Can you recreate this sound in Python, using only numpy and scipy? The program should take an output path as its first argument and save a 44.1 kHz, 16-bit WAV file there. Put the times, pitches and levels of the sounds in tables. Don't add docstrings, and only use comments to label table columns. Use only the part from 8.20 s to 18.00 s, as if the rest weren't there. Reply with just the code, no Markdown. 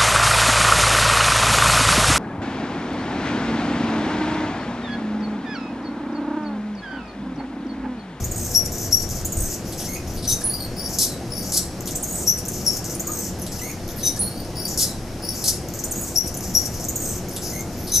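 import sys
import numpy as np
from scipy import signal
from scipy.fft import rfft, irfft, next_fast_len
from scipy.io import wavfile
from scipy.ndimage import uniform_filter1d, minimum_filter1d, map_coordinates

SR = 44100
rng = np.random.default_rng(int(sys.argv[2]) if len(sys.argv) > 2 else 0)


def inscribe(sig):
    pcm = np.round(np.clip(np.atleast_2d(sig).T, -1, 1) * 32767)
    wavfile.write(sys.argv[1], SR, pcm.astype(np.int16))


def magnitude_from_level(level_db):
    exponent = np.asarray(level_db, float) / 20
    return 10 ** exponent


N = 432180


def unit(x):
    return x / np.sqrt(np.mean(np.abs(x) ** 2) + 1e-20)


def along(points, hz):
    point_hz, value = np.transpose(points)
    return np.interp(np.log(hz + 1), np.log(point_hz + 1), value)


def wobble(rate, size):
    knots = rng.standard_normal(int(size * rate / SR) + 4)
    return map_coordinates(knots, [np.arange(size) * rate / SR])


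def filtered(x, response):
    m = next_fast_len(N + SR // 2)
    return irfft(rfft(x, m) * response(np.fft.rfftfreq(m, 1 / SR)), m)[..., :N]


def add(track, s, hz, gain):
    part = track[round(s * SR):][:len(hz)]
    phase = 2 * np.pi * (np.cumsum(hz) / SR + rng.random())
    part += (gain * np.exp(1j * phase))[:len(part)]


def voiced(track, overtones_db):
    local_level = np.sqrt(np.abs(uniform_filter1d(np.abs(track) ** 2, 40)) + 1e-12)
    turn = track / local_level
    return sum(magnitude_from_level(db) * (track * turn ** k).real for k, db in enumerate(overtones_db))


RENDITIONS = {"open": [(3.756, .99, 1.005, .5, 2), (7.638, 1.01, .995, .5, -2)],
              "whistle": [(.343, .95, .99, -.5, .5), (4.064, 1.01, 1.005, .5, .5),
              (7.955, 1.002, 1.005, .5, -1.5)], "answer": [(.716, .97, 1.02, 1, .5),
              (4.455, 1.01, 1.01, -1.5, .5), (8.345, .99, .97, -.5, -.5)],
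              "close": [(.040, 1.01, 1.01, -2.5, .5), (1.048, 1.01, .995, -.5, .5),
              (4.796, 1.005, .995, -.5, -1), (8.685, .99, 1.01, .5, .5)],
              "reed": [(1.675, 1.01, 1.005, -.5, -.5), (5.412, .98, 1.005, .5, -1),
              (9.318, 1.03, .98, .5, 1.5)], "bray": [(2.068, 1.005, .998, .2, 2),
              (5.824, .995, .995, -.5, -2), (9.712, .99, 1.01, 1, .5)],
              "duet": [(2.560, 1.015, 1.002, .2, .5), (6.352, 1.002, 1.002, .5, .5)],
              "encore": [(3.100, .99, .995, -1.5, -.5), (7.018, .997, .995, .5, .2)]}


def sung(table):
    once = (0, 1, 1, 0, 0)
    pairs = []
    for names, rows in table.items():
        for name in names.split():
            for time in RENDITIONS.get(name, [once]):
                pairs += [(row, time) for row in rows if time[0] + row[0] * time[1] >= 0]
    return pairs


def sung_notes(table):
    return [(s + after * pace, length * pace, from_hz * pitch, to_hz * pitch, db + note_db)
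            for (after, length, from_hz, to_hz, db), (s, pace, pitch, note_db, _) in sung(table)]


def sung_buzzes(table):
    return [(s + after * pace, length * pace, mid_hz * pitch, start_db + buzz_db, end_db + buzz_db)
            for (after, length, mid_hz, start_db, end_db), (s, pace, pitch, _, buzz_db) in sung(table)]


def notes(rows, overtones_db, bend, waver, flutter_db, edge,
          arch=0., swell_db=0., throb=0., throb_hz=50, dive=0.):
    track = np.zeros(N, complex)
    for s, length, from_hz, to_hz, db in rows:
        size = round(length * SR)
        u = np.arange(size) / size
        cycle = np.cumsum(throb_hz * np.exp(0.058 * wobble(44.5, size))) / SR % 1
        settled = (1 - np.exp(-bend * u)) / (1 - np.exp(-bend))
        hz = from_hz + (to_hz - from_hz) * settled
        hz = hz * (1 + arch * np.sin(np.pi * u) + dive * np.exp(-7 * cycle))
        hz = hz * (1 + waver * (wobble(300, size) + 1.1 * wobble(1800, size)))
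        beat = 1 - np.clip(throb, 0, 1) * np.cos(np.pi * cycle ** 0.5) ** 2
        shape = np.sin(np.pi / 2 * np.clip(np.minimum(u, 1 - u) / edge, 0, 1)) ** 2
        level_db = db + swell_db * (u - 1) + flutter_db * wobble(265.7, size)
        add(track, s, hz, magnitude_from_level(level_db) * shape * beat)
    return voiced(track, overtones_db)


def puffs(rows, overtones_db, rate_hz, uneven, span, waver, gate, rise):
    track = np.zeros(N, complex)
    for s, length, mid_hz, start_db, end_db in rows:
        size = round(length * SR)
        u = np.arange(size) / size
        cycle = np.cumsum(rate_hz * np.exp(uneven * wobble(rate_hz, size))) / SR % 1
        hz = mid_hz * np.exp(span * (.5 - cycle) + waver * wobble(1500, size))
        puff = np.sin(np.pi * cycle) ** gate * magnitude_from_level(2.8 * wobble(85.5, size))
        edge = np.clip(np.minimum(u * length / rise, (1 - u) * length / 0.016), 0, 1)
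        add(track, s, hz, magnitude_from_level(start_db + (end_db - start_db) * u) * puff * edge)
    return voiced(track, overtones_db)


# start in seconds, length in seconds, from Hz, to Hz, level in dB.
WHISTLE_NOTES = [
    (.343, 0.042, 5274, 5610, -9.5),
    (.716, 0.045, 5250, 5530, -10),
    (4.064, 0.05, 5480, 5700, -11),
    (4.455, 0.038, 5270, 5380, -12.5),
    (7.955, 0.0364, 5150, 5610, -9),
    (8.345, 0.033, 5420, 5596, -9),
]
# level of the fundamental, then of each overtone, in dB.
WHISTLE_OVERTONES = [0, -8]


def whistles():
    return notes(WHISTLE_NOTES, WHISTLE_OVERTONES, bend=2.5, waver=.015, flutter_db=4, edge=.25,
                 arch=.04, swell_db=9)


GLIDE_NOTES = {"open": [(0, 0.0078, 5770, 7400, -24), (.004, 0.0098, 6600, 9400, -28),
               (.071, 0.017, 10700, 6250, -24.5), (.172, 0.0053, 11450, 10100, -28.5)],
               "whistle": [(.108, 0.0095, 7400, 9600, -33), (.117, 0.0051, 10900, 9900, -31)],
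               "answer": [(.104, 0.0078, 7000, 9000, -41), (.112, 0.0033, 9700, 8950, -31.5)],
               "reed": [(-.148, .005, 5640, 3300, -43.5), (-.141, .004, 5200, 3830, -41)],
               "close": [(0, 0.0114, 6160, 7140, -24), (.004, 0.007, 6700, 8400, -28),
               (.072, 0.011, 8660, 6400, -23)], "free": [(.160, .008, 9600, 7800, -32),
               (.180, .007, 9800, 7750, -30), (.4595, .004, 7460, 5400, -30),
               (1.056, .012, 8200, 10500, -31.5), (1.170, .008, 10470, 7600, -27),
               (1.205, .0072, 10630, 8500, -25), (4.282, 0.0081, 11100, 6070, -23.5),
               (4.750, .0041, 10400, 9000, -25.5), (5.218, 0.0023, 11500, 10100, -24),
               (8.170, 0.0068, 10800, 5870, -28.5), (8.171, .004, 11000, 10200, -28),
               (3.751, .006, 7900, 7700, -24), (5.222, .006, 8450, 5700, -33),
               (5.688, .005, 5800, 3300, -37), (.550, .008, 9050, 5840, -31.5),
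               (2.258, .006, 9500, 7700, -36), (1.749, .004, 5800, 4500, -36),
               (9.112, .004, 10500, 8450, -36)]}
# level of the fundamental, then of each overtone, in dB.
GLIDE_OVERTONES = [0, -4]


def glides():
    rows = sung_notes(GLIDE_NOTES)
    rising = [row for row in rows if row[2] < row[3]]
    falling = [row for row in rows if row[2] >= row[3]]
    up = notes(rising, GLIDE_OVERTONES, bend=1.2, waver=.009, flutter_db=1, edge=.03)
    return up + notes(falling, GLIDE_OVERTONES, bend=3, waver=.009, flutter_db=1, edge=.03)


TRILL_NOTES = {"open": [(.115, 0.095, 6540, 6860, -30.5), (.125, 0.089, 8140, 7800, -32.5)],
               "close": [(.100, 0.12, 6800, 6230, -31), (.117, 0.12, 8280, 7910, -30.5)],
               "reed": [(-.142, 0.064, 7520, 7800, -40), (-.024, 0.036, 7200, 7170, -36)]}
# level of the fundamental, then of each overtone, in dB.
TRILL_OVERTONES = [0, -3.5]


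def trills():
    return notes(sung_notes(TRILL_NOTES), TRILL_OVERTONES, bend=.6, waver=.018, flutter_db=3, edge=.06,
                 throb=.9, throb_hz=56, dive=.06)


PURL_NOTES = {"duet": [(.309, .085, 4070, 3830, -43)], "free": [(2.255, .02, 4220, 4100, -38),
              (2.296, 0.049, 4280, 4530, -34.5), (2.334, .024, 4730, 4770, -25.5),
              (2.358, 0.11, 4540, 4270, -33.5), (6.01, 0.086, 4240, 4270, -34.5),
              (6.11, 0.12, 4430, 4467, -41.5)]}
# level of the fundamental, then of each overtone, in dB.
PURL_OVERTONES = [0, -6.5, -5]


def purls():
    return notes(sung_notes(PURL_NOTES), PURL_OVERTONES, bend=.6, waver=.015, flutter_db=4, edge=.03,
                 throb=.95, throb_hz=47, dive=.09)


DUET_NOTES = {"duet": [(0, 0.121, 4630, 4650, -37.5), (0, 0.12, 5050, 5420, -32.5),
              (.06, .06, 6000, 6050, -44)], "encore": [(0, 0.146, 4630, 4610, -37),
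              (0, 0.11, 5050, 5430, -31.5), (.05, .06, 6050, 6150, -41)]}
# level of the fundamental, then of each overtone, in dB.
DUET_OVERTONES = [0, -3.5, -2]


def duets():
    return notes(sung_notes(DUET_NOTES), DUET_OVERTONES, bend=3.5, waver=.008, flutter_db=4.5, edge=.08,
                 arch=.015, swell_db=4, throb=.5, throb_hz=60)


SQUEAK_NOTES = {"bray": [(.004, .065, 9880, 9550, -31.5), (.168, 0.046, 9250, 9630, -26),
                (.168, .022, 9400, 10500, -22), (.192, 0.039, 10600, 10360, -26.5)]}


def squeaks():
    return notes(sung_notes(SQUEAK_NOTES), [0], bend=1.5, waver=.013, flutter_db=4, edge=.05, arch=.012)


# start in seconds, length in seconds, from Hz, to Hz, level in dB.
REED_NOTES = [
    (1.678, 0.087, 2070, 2177, -34.5),
    (5.412, 0.1, 1940, 2216, -37),
    (9.318, 0.087, 2067, 2145, -35.5),
]
# level of the fundamental, then of each overtone, in dB.
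REED_OVERTONES = [-8, -17, -2.5, -12, -10.5, -6, -9.5]


def reeds():
    return notes(REED_NOTES, REED_OVERTONES, bend=3.2, waver=.014, flutter_db=4, edge=.06)


BRAY_NOTES = {"bray": [(0, 0.0703, 5950, 5865, -16.5), (.002, 0.0594, 3860, 3760, -28)]}
# level of the fundamental, then of each overtone, in dB.
BRAY_OVERTONES = [0, -9.5]


def brays():
    return notes(sung_notes(BRAY_NOTES), BRAY_OVERTONES, bend=3, waver=.02, flutter_db=3.5, edge=.18,
                 arch=.025, swell_db=6, throb=.35, throb_hz=300)


CHIP_NOTES = {"bray": [(.142, 0.015, 1800, 1740, -40.5)], "free": [(1.752, 0.023, 2300, 2500, -38.5),
              (5.39, 0.018, 2800, 2760, -42), (5.49, .025, 2300, 2400, -39),
              (4.875, 0.042, 1250, 1242, -35.5)]}


def chips():
    return notes(sung_notes(CHIP_NOTES), [0], bend=.6, waver=.03, flutter_db=2.5, edge=.3)


BUZZ_RUNS = {"open": [(-.087, 0.062, 6800, -42, -33), (.195, 0.13, 7360, -29, -33)],
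             "whistle": [(-.008, 0.072, 6250, -28.5, -38), (.117, 0.018, 6300, -20, -27),
             (.266, .11, 6400, -29.5, -37.5)], "answer": [(-.01, 0.15, 6170, -27.5, -39),
             (.108, 0.023, 6300, -18, -34), (.183, .125, 6120, -36.5, -32)],
             "close": [(.112, .2, 6720, -38, -29)], "reed": [(-.213, 0.062, 6170, -39.5, -44),
             (-.1, 0.077, 5930, -32.5, -33.5), (-.035, .04, 5900, -36, -33)],
             "bray": [(-0.046, 0.048, 4700, -35, -27.5)], "duet encore": [(.123, 0.11, 6310, -29, -36)],
             "free": [(0, 0.062, 6840, -30, -46), (.515, 0.18, 6620, -32.5, -37),
             (1.45, 0.16, 6080, -35, -49), (1.870, 0.069, 6050, -38, -43), (1.968, 0.051, 4760, -36, -41),
             (5.585, .09, 6140, -55, -50), (9.49, 0.077, 6100, -44, -42), (6.243, 0.021, 5040, -30, -43.5)]}
# level of the fundamental, then of each overtone, in dB.
BUZZ_OVERTONES = [0, -4]


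def buzzes():
    return puffs(sung_buzzes(BUZZ_RUNS), BUZZ_OVERTONES, rate_hz=340, uneven=.15, span=.62, waver=.07,
                 gate=1.1, rise=.006)


RASP_RUNS = {"bray": [(.007, 0.06, 5450, -40, -18.5), (.138, 0.031, 5400, -32.5, -35)],
             "reed": [(-.151, 0.028, 4000, -33.5, -48)], "duet encore": [(.222, .02, 5920, -20.5, -27),
             (.231, 0.065, 5610, -25.5, -17)], "free": [(1.60, 0.076, 3610, -37.5, -45),
             (3.672, .0354, 3620, -31, -45), (5.385, 0.024, 5470, -38, -36)]}
# level of the fundamental, then of each overtone, in dB.
RASP_OVERTONES = [0, -2.6, -1.9]
# frequency in Hz, gain in dB.
OPEN_THROAT = [(3700, -3), (5600, 1.5), (6900, 1.5), (8000, 6), (9000, 1.5), (10700, 4.5), (12400, -1),
               (14500, -5)]


def rasps():
    source = puffs(sung_buzzes(RASP_RUNS), RASP_OVERTONES, rate_hz=330, uneven=.4, span=.7, waver=.14,
                   gate=.4, rise=.001)
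    return filtered(source, lambda hz: magnitude_from_level(along(OPEN_THROAT, hz)))


TICK_RUNS = {"open": [(-.150, -.150, -31, 3.5), (-.099, -.082, -32, 4), (-.047, -.038, -32.5, 8.5),
             (0, 0, -43, 1.5)], "whistle": [(.124, .124, -30, 6), (.187, .194, -29.5, 3),
             (.252, .252, -30, 2.5)], "answer": [(.119, .119, -36.5, 10)],
             "reed": [(-.186, -.158, -42, -5.5), (-.146, -.146, -38, -6)], "free": [(.8906, .918, -33, 7),
             (.9564, .9712, -37, 9), (1.0124, 1.0124, -37, 9), (1.767, 1.767, -36, 7),
             (1.9372, 1.9632, -36.5, 0), (4.6432, 4.6608, -33.5, 9.5), (4.698, 4.7254, -34, 8),
             (4.7602, 4.7602, -38, -3), (5.197, 5.197, -33, 0), (5.5144, 5.5144, -32, 4.5),
             (5.679, 5.7185, -34.5, 1), (5.7638, 5.8048, -32, -10), (2.339, 2.1, -47, -1),
             (8.1776, 8.1776, -36, -9), (8.542, 8.542, -42, 9.5), (8.5987, 8.608, -38, 11.5),
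             (8.642, 8.65, -29.5, 8), (9.0854, 9.0932, -33, 2), (9.127, 9.157, -35, -7),
             (9.570, 10, -39, -1), (8.519, 8.533, -40, 2), (8.551, 8.551, -44, 4), (1.975, 1.993, -44, -4),
             (5.189, 5.189, -39, -4), (.584, 0.66, -35, 6), (9.408, 9.408, -30, 5.5),
             (9.592, 9.610, -38, -4), (9.632, 9.692, -40, -10)]}


def ticks():
    gap_s, scatter_db = .009, 0.5
    start_hz, log_fall, opens_per_db = 7800, 0.4254, 0.0227
    track, u = np.zeros(N + SR), np.arange(150) / 150
    each = []
    for (first, last, db, low_db), (s, pace, *_) in sung(TICK_RUNS):
        count = 1 + round(abs(last - first) / gap_s)
        each += [(at, db, low_db) for at in s + pace * np.linspace(first, last, count)]
    for (s, db, low_db), (pitch, phase, size) in zip(each, rng.standard_normal((len(each), 3))):
        opens = opens_per_db * max(low_db, -4)
        hz = start_hz * np.exp(.04 * pitch + opens - (log_fall + opens) * u)
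        turn = 2 * np.pi * np.cumsum(hz) / SR + phase
        tick = np.sin(np.pi * u ** 1.05) * (np.cos(2 * turn) + magnitude_from_level(low_db - 2.5) * np.cos(turn))
        track[max(round(s * SR) - 55, 0):][:len(u)] += magnitude_from_level(db + 2.0 + scatter_db * size) * tick
    return track[:N]


def bird():
    tones = glides() + whistles() + trills() + purls() + duets() + squeaks() + reeds() + brays() + chips()
    return tones + buzzes() + rasps() + ticks()


# frequency in Hz, time to fall 60 dB in seconds.
YARD_DECAY = [(2200, 0.38), (5500, 0.3), (8000, 0.35), (11000, 0.29), (14000, 0.18)]
# delay in seconds, level in dB, left-right difference in dB.
WALL_ECHOES = [
    (.003, -7, 7),
    (.008, -11, -5.5),
    (0.016, -11, 6),
    (0.024, -22, 4),
]


def yard(x):
    hz, t, z = signal.stft(rng.standard_normal((2, SR * 3 // 4)), SR, nperseg=256)
    decay = magnitude_from_level(-60 * t / along(YARD_DECAY, hz)[:, None])
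    shared, apart = signal.istft(z * decay, SR, nperseg=256)[1]
    tails = np.array([shared + .6 * apart, shared - .6 * apart]) / np.linalg.norm(shared)
    near = x
    for s, db, lean_db in WALL_ECHOES:
        echo = np.pad(x, (round(s * SR), 0))[:N]
        near = near + magnitude_from_level([[db + lean_db / 2], [db - lean_db / 2]]) * echo
    return near + magnitude_from_level(-4.5) * signal.fftconvolve(np.pad(x, (200, 0))[None], tails, axes=1)[:, :N]


# frequency in Hz, left-right difference in dB.
PORT_LEAN = [(1200, 12), (2200, -8.5), (3800, -2), (5500, 8.5), (7000, -1), (9000, -4), (12000, -1.5),
             (15000, -2)]
# frequency in Hz, radians by which the left leads.
PORT_LEAD = [(0, -0.17), (3620, -0.27), (5770, -1), (6720, -0.017), (15000, -0.1), (15200, -0.45)]


def at_ports(x):
    def ports(hz):
        return [magnitude_from_level(side * along(PORT_LEAN, hz) / 2) * np.exp(side * .5j * along(PORT_LEAD, hz))
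                for side in (1, -1)]
    return filtered(x, ports)


# frequency in Hz, left-right likeness (0 to 1).
LIKENESS = [(60, 0.99), (180, 0.97), (550, 1), (1650, 0.77), (4970, 0.54), (15000, 1)]


def hum(spectrum, patchy_db):
    z = signal.stft(rng.standard_normal((2, N)), nperseg=512)[2]
    field = uniform_filter1d(uniform_filter1d(rng.standard_normal(z.shape[1:]), 6, 0), 14, 1)
    pair = signal.istft(z * magnitude_from_level(patchy_db * unit(field)), nperseg=512)[1][:, :N]

    def mid_side(hz):
        turn = np.arccos(np.clip(along(LIKENESS, hz), -1, 1)) / 2
        return magnitude_from_level(along(spectrum, hz)) * [np.cos(turn), np.sin(turn)]
    mid, side = filtered(pair, mid_side)
    return unit(np.array([mid + side, mid - side]))


# time in seconds, rumble level in dB.
TRAFFIC_SWELL = [(0, -29.5), (.35, -33.5), (.6, -36.5), (0.899, -31), (1.25, -29), (1.45, -36), (1.8, -38),
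                 (2.0, -30.5), (2.3, -38), (5.5, -37.5), (8.4, -36), (8.6, -36), (9.2, -37.5), (9.8, -34)]
# frequency in Hz, level in dB per Hz.
RUMBLE_SPECTRUM = [(8.8, -35), (15, 13), (49, 4), (76, 9), (130, 3.5), (170, -39), (290, -120)]


def traffic():
    swell_db = np.interp(np.arange(N) / SR, *np.transpose(TRAFFIC_SWELL))
    strength = magnitude_from_level(-5.5 + 1.6 * wobble(1.76, N))
    engine = strength * np.sin(2 * np.pi * 74 * np.cumsum(1 + 0.0304 * wobble(3, N)) / SR)
    return magnitude_from_level(swell_db) * (hum(RUMBLE_SPECTRUM, patchy_db=1.4) + engine)


# frequency in Hz, width in Hz, level in dB.
MACHINE_TONES = [(185, 26, -42.5), (335.4, 2.9, -46.5), (359.3, 10.8, -46.5), (487.7, 18, -49.5)]


def machinery():
    drone = 0
    for hz, width, db in MACHINE_TONES:
        noise = rng.standard_normal(N)
        drone = drone + magnitude_from_level(db) * unit(filtered(noise, lambda f: 1 / (1 + (2 * (f - hz) / width) ** 2)))
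    return drone


# frequency in Hz, level in dB per Hz.
TOWN_SPECTRUM = [(60, -27), (95, -0.5), (170, -2), (300, -4.5), (424, -10), (712, -11), (1000, -20),
                 (1550, -22), (2400, -26), (3600, -29.5), (5500, -23), (8000, -33), (12600, -34),
                 (13600, -48)]


def town():
    steady = magnitude_from_level(-32.5) * hum(TOWN_SPECTRUM, patchy_db=0.8)
    return (steady + machinery() + traffic()) * magnitude_from_level([[.55], [-.55]])


def scene():
    return at_ports(yard(bird())) + town()


def top_cut(x):
    return signal.sosfilt(signal.butter(12, 15710, fs=SR, output="sos"), x)


# frequency in Hz, gain in dB.
MICROPHONE_RESPONSE = [(13000, 0), (14500, -2), (14900, -11), (15150, -34), (16000, -62)]


def record(dry):
    heard = filtered(dry, lambda hz: magnitude_from_level(along(MICROPHONE_RESPONSE, hz)))
    loudest = -minimum_filter1d(-np.abs(heard).max(axis=0), size=2600, origin=900)
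    heard = heard * uniform_filter1d(np.minimum(1, .72 / loudest), size=900)
    heard = heard / (1 + np.abs(heard / .95) ** 4) ** .25
    return top_cut(heard)


dry = scene()
out = record(dry)
inscribe(out)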